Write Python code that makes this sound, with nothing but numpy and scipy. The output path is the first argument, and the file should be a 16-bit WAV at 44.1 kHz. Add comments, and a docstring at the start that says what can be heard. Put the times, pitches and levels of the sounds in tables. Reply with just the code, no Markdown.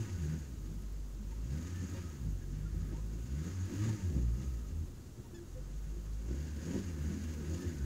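"""Outdoors on rutted ground, a small four-cylinder off-road car crawls about, its engine revving up and down.
The exhaust is three tones locked to the firings, plus noisy puffs sent through ringing pipes and panels.
The engine bay is coloured noise and ticks that get louder with speed. Springs and bushes squeak as short stacks
of overtones, and the tyres rustle as noise with sparse snaps.
The camera adds hiss, a faint whine and a steady offset, and cuts the deep bass and the highest treble."""
import sys
import numpy as np
from scipy import signal
from scipy.fft import rfft, irfft
from scipy.io import wavfile
from scipy.ndimage import uniform_filter1d

SR = 44100
rng = np.random.default_rng(int(sys.argv[2]) if len(sys.argv) > 2 else 0)


def inscribe(sig):
    """Save sig as 16-bit PCM at rate SR to the path in sys.argv[1].

    A 1-D sig is mono; a 2-D sig holds one channel per row.
    Samples are clipped to [-1, 1] before scaling.
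    """
    pcm = np.round(np.clip(np.atleast_2d(sig).T, -1, 1) * 32767)
    wavfile.write(sys.argv[1], SR, pcm.astype(np.int16))


N = 346174

# How the engine runs. Each row: time in seconds, firings per second in Hz, firing tone in dB rms,
# load in dB (it lifts the overtones and rumble fully, the clatter and rustle in part).
ENGINE_RUN = [(0.0, 112, -29.5, 3), (0.13, 90.8, -29, -0.5), (0.24, 75.76, -39, 3.5), (0.36, 80, -42, 2.5),
              (0.46, 67.3, -42.5, -1.5), (0.61, 47.9, -42.5, 4), (0.83, 49.9, -41.5, 0),
              (1.2, 48.14, -43, -4), (1.44, 54.62, -40, -2), (1.55, 73.65, -42, 5),
              (1.68, 90.24, -43.5, -1.5), (1.81, 89.1, -38, -3.5), (1.97, 97.34, -43, -2),
              (2.12, 76, -37, -0.5), (2.27, 51.9, -40.5, 8), (2.41, 43.2, -43, 4), (2.64, 52.04, -39, 2),
              (2.75, 48.8, -38, 6.5), (3.21, 55.4, -41.5, -1), (3.37, 72.74, -41.5, 3),
              (3.52, 92.7, -44.5, -2), (3.63, 93, -35, -4), (3.74, 91.75, -37, 1.5),
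              (3.87, 114.9, -34, 3.5), (4.07, 87.8, -31.5, 2), (4.15, 66.07, -31, 12.5),
              (4.22, 59.66, -32, 7.5), (4.33, 56.73, -33.5, 5), (4.44, 67.66, -37.5, 4),
              (4.68, 50.2, -39, 2.5), (4.92, 38.96, -50, 3.5), (5.11, 37.05, -81, -1.5),
              (5.3, 37, -66, 0.5), (5.53, 44.94, -46.5, -1), (5.77, 49.07, -41.5, -1),
              (6.23, 53.6, -40, -2.5), (6.44, 76.73, -41.5, 1.5), (6.57, 73.34, -42, 3.5),
              (6.71, 88.07, -46, 5.5), (6.8, 99, -40.5, 3), (6.97, 71.93, -41.5, 7),
              (7.19, 83.25, -43, 4.5), (7.43, 73.73, -40.5, 5.5), (7.61, 93.4, -45, 4.5),
              (7.85, 63.4, -34, 11)]


def gain_of(db):
    """Turns decibels into a factor on the amplitude."""
    return 10 ** (np.asarray(db) / 20)


def evened(x):
    """Scales a signal to an rms of 1."""
    return x / np.sqrt(np.mean(x ** 2) + 1e-20)


def shaped(x, points):
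    """Filters x by a spectrum drawn on a log-frequency axis, then scales it to rms 1."""
    points_hz, points_db = np.transpose(points)
    hz = np.fft.rfftfreq(len(x), 1 / SR)
    spectrum_db = np.interp(np.log(hz + 1), np.log(points_hz + 1), points_db)
    return evened(irfft(rfft(x) * gain_of(spectrum_db), len(x)))


def resonate(x, hz, width):
    """A two-pole resonance (width in Hz) of gain 1 at its centre, like a part that rings at one pitch."""
    return signal.lfilter(*signal.iirpeak(hz, hz / width, SR), x)


def drift(per_s):
    """Slow random wandering of about rms 1, with changes up to about per_s Hz."""
    knots_per_s = 200
    knots = rng.standard_normal(int(N / SR * knots_per_s) + 2)
    slow = signal.lfilter(*signal.butter(2, min(per_s, 90), fs=knots_per_s), knots)
    return np.interp(np.arange(N) * knots_per_s / SR, np.arange(len(slow)), evened(slow))


def curves(table):
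    """Joins the rows of a table with straight lines: one curve for each column after the time."""
    s, *columns = np.transpose(table)
    return [np.interp(np.arange(N) / SR, s, column) for column in columns]


def swells(events):
    """A dB curve of smooth humps, one for each event (middle in s, length in s, height in dB)."""
    t = np.arange(0, N + 64, 64) / SR  # a coarse grid is enough for such slow humps
    humps = sum(db * np.exp(-(2 * (t - s) / length) ** 2) for s, length, db in events)
    return np.interp(np.arange(N) / SR, t, humps)


def doublings():
    """Engine speed in octaves above idle (negative below it)."""
    idle_hz = 50  # firings per second
    return np.log2(curves(ENGINE_RUN)[0] / idle_hz)


def throttle():
    """How fast the speed climbs, in doublings per second, smoothed over 4000 samples."""
    return uniform_filter1d(np.gradient(doublings()) * SR, size=4000)


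def rustle():
    """Tyres crush dry grass and soil: a fine fizz with sparse louder snaps, a little louder with speed."""
    # Colour of the rustle. Each row: frequency in Hz, relative level in dB per Hz.
    rustle_colour = [(4000, -38), (7500, -6), (9000, -0.5), (12000, 0.5), (15700, 2)]
    idle_db, rise_db = -71, 1.5  # base level at idle speed, rise per doubling of speed
    happens = rng.random(N) < 300 / SR  # about 300 snaps per second
    snap_size = gain_of(6.5 * np.minimum(rng.exponential(1, N), 6)) * happens
    snap_fade = signal.lfilter([1], [1, -.97], snap_size)
    snaps = snap_fade * rng.standard_normal(N)
    load_db = curves(ENGINE_RUN)[2]
    # the drift makes uneven waves
    level_db = idle_db + rise_db * doublings() + 0.21 * load_db + 1.1 * drift(12)
    fizz = rng.standard_normal(N)
    return gain_of(level_db) * shaped(fizz + .2 * evened(snaps), rustle_colour)


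def squeaks():
    """Springs, bushes and panels slip and shudder: quick, slightly uneven slips give stacks of overtones."""
    # Each row: start in seconds, nominal length in seconds, pitch in Hz, level in dB (midway between
    # the first two partials), fall per overtone in dB, extra level of the even partials in dB.
    slip_events = [(0.049, 0.058, 955, -68, 9, 4), (1.172, 0.076, 210, -55.5, 15.5, -8),
                   (1.311, 0.027, 910, -66, 13, -4), (1.461, 0.14, 516, -72, 19, -9),
                   (1.722, 0.11, 1770, -68, 14, -4), (1.925, 0.077, 926, -63, 2, -2),
                   (1.935, 0.063, 542, -61.5, 14, -2), (2.406, 0.041, 1650, -72, 18, -2),
                   (2.644, 0.041, 1407, -70.5, 16, -5), (2.704, 0.16, 81.3, -46.5, 13.5, 9.5),
                   (2.936, 0.04, 915, -67, 10, -2), (2.977, 0.024, 505, -59, 10, 4),
                   (3.812, 0.051, 1147, -62.5, 10, 0), (3.877, 0.049, 907, -62, 12, -2),
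                   (3.964, 0.064, 915, -70, 14, 3), (4.674, 0.18, 80, -40, 9, -3.5),
                   (5.231, 0.044, 928, -65, 6, -5), (5.302, 0.15, 345.5, -58, 19, -20),
                   (5.171, 0.04, 117.1, -47, 8, -11), (5.339, 0.028, 873, -68, 1.6, 8),
                   (5.361, 0.032, 1690, -65.5, 4, -1), (5.541, 0.061, 510.4, -62, 23, -10),
                   (6.7, 0.09, 961, -68, 8, 5), (7.347, 0.09, 465, -60, 7, -6),
                   (7.0, 0.29, 203.2, -53.5, 18, -8), (7.574, 0.097, 1770, -62, 4, -8)]
    out = np.zeros(N)
    waver = drift(40)
    flutter = gain_of(3.0 * drift(60))
    k = np.arange(1, 9)[:, None]  # partial numbers
    for s, length, hz, level_db, fall_db, even_db in slip_events:
        at = np.arange(round(1.136 * length * SR)) + round(s * SR)  # the fades need a little more length
        slips = np.cumsum(hz * (1 + 0.0085 * waver[at])) / SR
        partial_db = level_db - fall_db * (k - 1.5) + even_db * (k % 2 == 0)
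        stack = gain_of(partial_db) * np.sin(2 * np.pi * k * slips)
        swell_and_fade = signal.windows.tukey(len(at), .7)
        # squeaks below 400 Hz flutter less
        out[at] += stack.sum(0) * swell_and_fade * flutter[at] ** min(hz / 400, 1)
    return out + 2.2 * resonate(out, 6800, 600)  # the microphone's treble peak


def panels():
    """Two thin panels and the intake box ring: noise in narrow bands that rise and fall."""
    # Each row: frequency in Hz, width in Hz; lower panel, upper panel, intake box.
    panel_modes = [(1260, 30), (1488, 22), (1660, 290)]
    # Ring against the clatter, as the car turns. Each row: time in seconds,
    # lower panel in dB, upper panel in dB, intake box in dB.
    panel_levels = [(0.0, -10, -16, -19), (0.3, -16, -9.5, -6), (0.9, -11, -23, -30), (1.55, -14, -15, -11),
                    (2.05, -6, -21, -9), (2.35, -19, -11, -17), (2.85, -6.5, -21, -4.5),
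                    (3.2, -14, -13, -22), (3.45, -10.5, -11, -10.5), (3.87, -15.5, -22, -8.5),
                    (4.57, -7, -26, -20), (5.1, -16, -14, -20), (6.2, -14, -15, -17), (6.4, -28, -11, -7),
                    (6.889, -11, -22, -9.5), (7.05, -20, -8.5, -6), (7.649, -12, -16, -14),
                    (7.85, -23, -5, -4)]
    return sum(gain_of(db) * evened(resonate(rng.standard_normal(N), hz, width))
               for (hz, width), db in zip(panel_modes, curves(panel_levels)))


def firing_tones(hz, firing_db, load_db, firings):
    """The exhaust booms at the firing rate and at two and three times that rate."""
    overtones_db = [-53, -58.5]  # base levels of the second and third order, in dB rms
    # How the exhaust favours an overtone by its pitch. Each row: frequency in Hz, gain in dB.
    overtone_gain = [(72, -3), (96, -1.5), (118, 0), (135, 0), (154, 2.5), (175, -1.5), (200, -1),
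                     (245, -1), (340, 4.5)]
    # The firing tone dips or swells. Each row: middle in seconds, length in seconds, change in dB.
    lurches = [(.07, 0.11, -17.5), (.175, 0.04, -16), (.45, 0.14, -2.5), (1.54, 0.11, 5),
               (1.87, 0.064, -19), (2.03, 0.034, -9), (2.15, 0.13, -11), (2.28, .1, 6.5), (2.37, 0.048, -1),
               (2.57, 0.049, -9), (3.14, 0.052, -1), (3.26, 0.042, -10), (3.36, 0.09, 5),
               (3.71, 0.083, -22), (3.99, 0.085, -23), (4.12, .05, -11), (4.41, 0.078, -11),
               (4.59, 0.053, 1), (4.68, 0.085, -5), (6.3, 0.076, 3.5), (6.71, 0.091, -11), (6.82, .04, -9),
               (6.87, .04, 1), (6.94, 0.058, -2), (7.05, .14, 4), (7.19, .05, -2), (7.43, 0.074, -5),
               (7.5, 0.055, 2), (7.61, .06, -7), (7.67, 0.046, 7), (7.74, 0.073, -9)]
    # The overtones sing out or fade for a moment. Each row: middle in seconds, length in seconds,
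    # change of the second order in dB, change of the third order in dB.
    overtone_swells = np.array([(0.092, 0.091, -4, -5), (0.294, 0.28, 10.5, -8), (1.0, 0.25, -1, -3),
                                (1.539, 0.13, 6, 2), (1.83, 0.069, 12.5, -1), (2.0, 0.15, 6, 1.5),
                                (2.29, 0.16, 8, 9.5), (2.597, 0.19, 3.5, 9.5), (2.93, .1, 5.5, 0),
                                (3.153, .08, 8, 5.5), (3.402, .12, 7.5, -8), (3.604, 0.089, 9.5, -6),
                                (3.82, 0.096, 4, 2.5), (4.039, .06, 9, -14), (4.268, .2, 7, 4),
                                (4.44, 0.069, 5, 3), (4.8, 0.16, -9, 2), (5.8, .35, -13, 1.5),
                                (6.55, .15, -8.5, -1), (6.748, .14, -1, 2.5), (7.07, 0.15, -0.5, -6),
                                (7.251, .25, -16, 5.5), (7.521, .14, 1, -9), (7.749, .15, -5, -7)])
    gain_hz, gain_db = np.transpose(overtone_gain)
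    orders_db = [firing_db + swells(lurches)]
    for k, db in enumerate(overtones_db):
        favour_db = np.interp(np.log((k + 2) * hz), np.log(gain_hz), gain_db)
        moment_db = swells(overtone_swells[:, [0, 1, k + 2]])
        orders_db.append(db + load_db + 1 * throttle() + moment_db + favour_db)  # 1 dB per unit of throttle
    tones = np.zeros(N)
    for k, db in enumerate(orders_db):
        # the higher orders flutter and waver more than the firing tone
        level = np.sqrt(2) * gain_of(db + (1.36 + 0.83 * k) * drift(19.3))
        turns = (k + 1) * firings + 0.05 * k * drift(16.3)
        tones += level * np.sin(2 * np.pi * turns)
    return tones


def exhaust_rumble(drive):
    """Puffs and gushing gas make the exhaust pipe and body panels ring at their own pitches."""
    # Each row: frequency in Hz, nominal width in Hz, level in dB before the tilt.
    pipe_modes = [(79, 9.9, 12), (112.6, 35, 0), (154.3, 33, 6.5), (198.8, 50.5, 7.5), (237.8, 52, 1.5),
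                  (299.8, 22.4, 2.5), (348.4, 21.2, 3), (465, 44, -12.5), (518, 11.7, -8.5)]
    # The tilt shifts as the car turns and draws nearer. Each row: time in seconds, tilt in dB per octave.
    rumble_tilt = [(0, 1), (1.5, -2.5), (2.6, -2), (3.8, 1.3), (5.0, 1), (5.8, 3), (6.5, 2.5), (7.1, 4.5),
                   (7.85, 3.5)]
    tilt_db = curves(rumble_tilt)[0]
    pipe = np.zeros(N)
    for hz, width, db in pipe_modes:
        ring = resonate(resonate(drive, hz, 1.17 * width), hz, 1.2 * width)
        pipe += gain_of(db + tilt_db * np.log2(hz / 280)) * ring
    return evened(pipe)


def bay_clatter(firings, gush):
    """Valves and fan: a hiss that throbs with the firings and ticks that ring the castings."""
    # The engine bay as the microphone hears it. Each row: frequency in Hz, relative level in dB per Hz.
    bay_colour = [(240, -0.5), (400, -3), (536, -8), (706, -16), (931, -10.5), (1370, -19), (1620, -14),
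                  (2810, -15), (3230, -15), (5440, -14), (6540, -7.5), (8240, -20), (15700, -31.5)]
    # Castings that the clatter rings. Each row: frequency in Hz, width in Hz, mean level in dB.
    castings = [(915, 110, -12), (1110, 150, -7.5), (1650, 21, 9.5), (1770, 17, -2), (1950, 730, -2),
                (2740, 12, 5.5), (2750, 320, -3), (4760, 430, -5.5), (6730, 750, -3.5)]
    flutter = gain_of(0.36 * drift(18) + 0.3 * drift(72))
    hiss = (1 + 0.49 * gush) * flutter * rng.standard_normal(N)
    half_firings = (2 * firings).astype(int)
    ticks = evened(np.diff(half_firings, prepend=0) * gain_of(0.84 * drift(73)))  # valves seating
    rattle = hiss + 0.34 * ticks
    rung = sum(gain_of(db + 3.6 * drift(14)) * resonate(rattle, hz, width) for hz, width, db in castings)
    return shaped(rattle + rung, bay_colour) + panels()


def engine():
    """Firing tones, rough puffs through the pipe and the clatter of the bay, all on one crankshaft."""
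    # Strength of each firing in the cycle of four, in dB, before chance is added.
    cylinders_db = np.array([-2.5, -0.5, 3.3, -2])
    # Wheels drop into ruts and the rumble flares. Each row: middle in seconds, length in seconds, rise in dB.
    ruts = [(.35, 0.067, 4.5), (.65, 0.028, 6.5), (1.83, 0.048, 10.5), (1.97, .07, 6), (2.93, 0.053, 12),
            (3.18, 0.095, 10.5), (3.48, 0.077, 7.5), (3.71, 0.091, 8.5), (3.87, 0.067, 7.5),
            (4.15, 0.18, 4.5), (5.2, 0.061, 9), (5.97, 0.065, 9), (6.3, 0.19, 12.5), (6.61, 0.052, 5),
            (6.75, .12, 8), (6.95, 0.08, 5.5), (7.11, .08, 6.5), (7.52, 0.13, 2.5)]
    hz, firing_db, load_db = curves(ENGINE_RUN)
    speed, push, rut_db = doublings(), throttle(), swells(ruts)
    # base dB at idle speed, dB per doubling of speed, dB per unit of throttle, then load and ruts
    rumble_db = -57 + 7 * speed + 0.4 * push + load_db + rut_db
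    clatter_db = -66.5 + 11 * speed + 0.43 * push + .3 * load_db + 0.11 * rut_db
    firings = np.cumsum(hz * (1 + .01 * drift(16))) / SR  # running count, slightly uneven
    # every firing is a puff of uneven strength, followed by a gush of turbulent gas
    count = firings.astype(int)
    chance_db = 3.8 * np.clip(rng.standard_normal(N)[count], -2, 2)
    strength = gain_of(cylinders_db[count % 4] + chance_db)
    gush = strength * np.exp(-(firings % 1) / 1.7)
    puffs = evened(np.diff(count, prepend=0) * strength)
    drive = 0.55 * puffs + (0.99 + gush) * rng.standard_normal(N)
    tones = firing_tones(hz, firing_db, load_db, firings)
    rumble = gain_of(rumble_db + 1.66 * drift(10.4)) * exhaust_rumble(drive)
    clatter = gain_of(clatter_db + 0.27 * drift(6)) * bay_clatter(firings, gush)
    return tones + rumble + clatter


def scene():
    """Mixes the tyres, the squeaks and the engine into one channel."""
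    return (rustle() + squeaks() + engine())[None]


def record(dry):
    """Adds hiss and whine, cuts the deep bass and the highest treble, then adds a steady offset."""
    # Camera electronics. Each row: frequency in Hz, level in dB rms.
    whine_tones = [(7523, -85), (7583, -84), (7884, -96), (7944, -92)]
    # Still air and camera hiss. Each row: frequency in Hz, relative level in dB per Hz.
    hiss_colour = [(20, -45), (50, -0.5), (100, -9), (190, -15.5), (350, -19), (690, -32.5), (1280, -34),
                   (2250, -42), (5340, -40), (6630, -36), (8450, -44.5), (15700, -59)]
    turns = np.cumsum(1 + 0.000376 * drift(3.7)) / SR  # seconds, running slightly unevenly
    whine = sum(np.sqrt(2) * gain_of(db) * np.sin(2 * np.pi * hz * turns) for hz, db in whine_tones)
    hiss = gain_of(-52) * shaped(rng.standard_normal(N), hiss_colour)
    bass_cut = signal.butter(6, 36, "high", fs=SR, output="sos")
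    treble_cut = signal.firwin(1023, 15740, window=("kaiser", 9), fs=SR)
    without_bass = signal.sosfilt(bass_cut, dry + hiss + whine)
    offset = -.0009  # steady voltage of the converter
    return signal.oaconvolve(without_bass, treble_cut[None], "same") + offset


dry = scene()
out = record(dry)
inscribe(out)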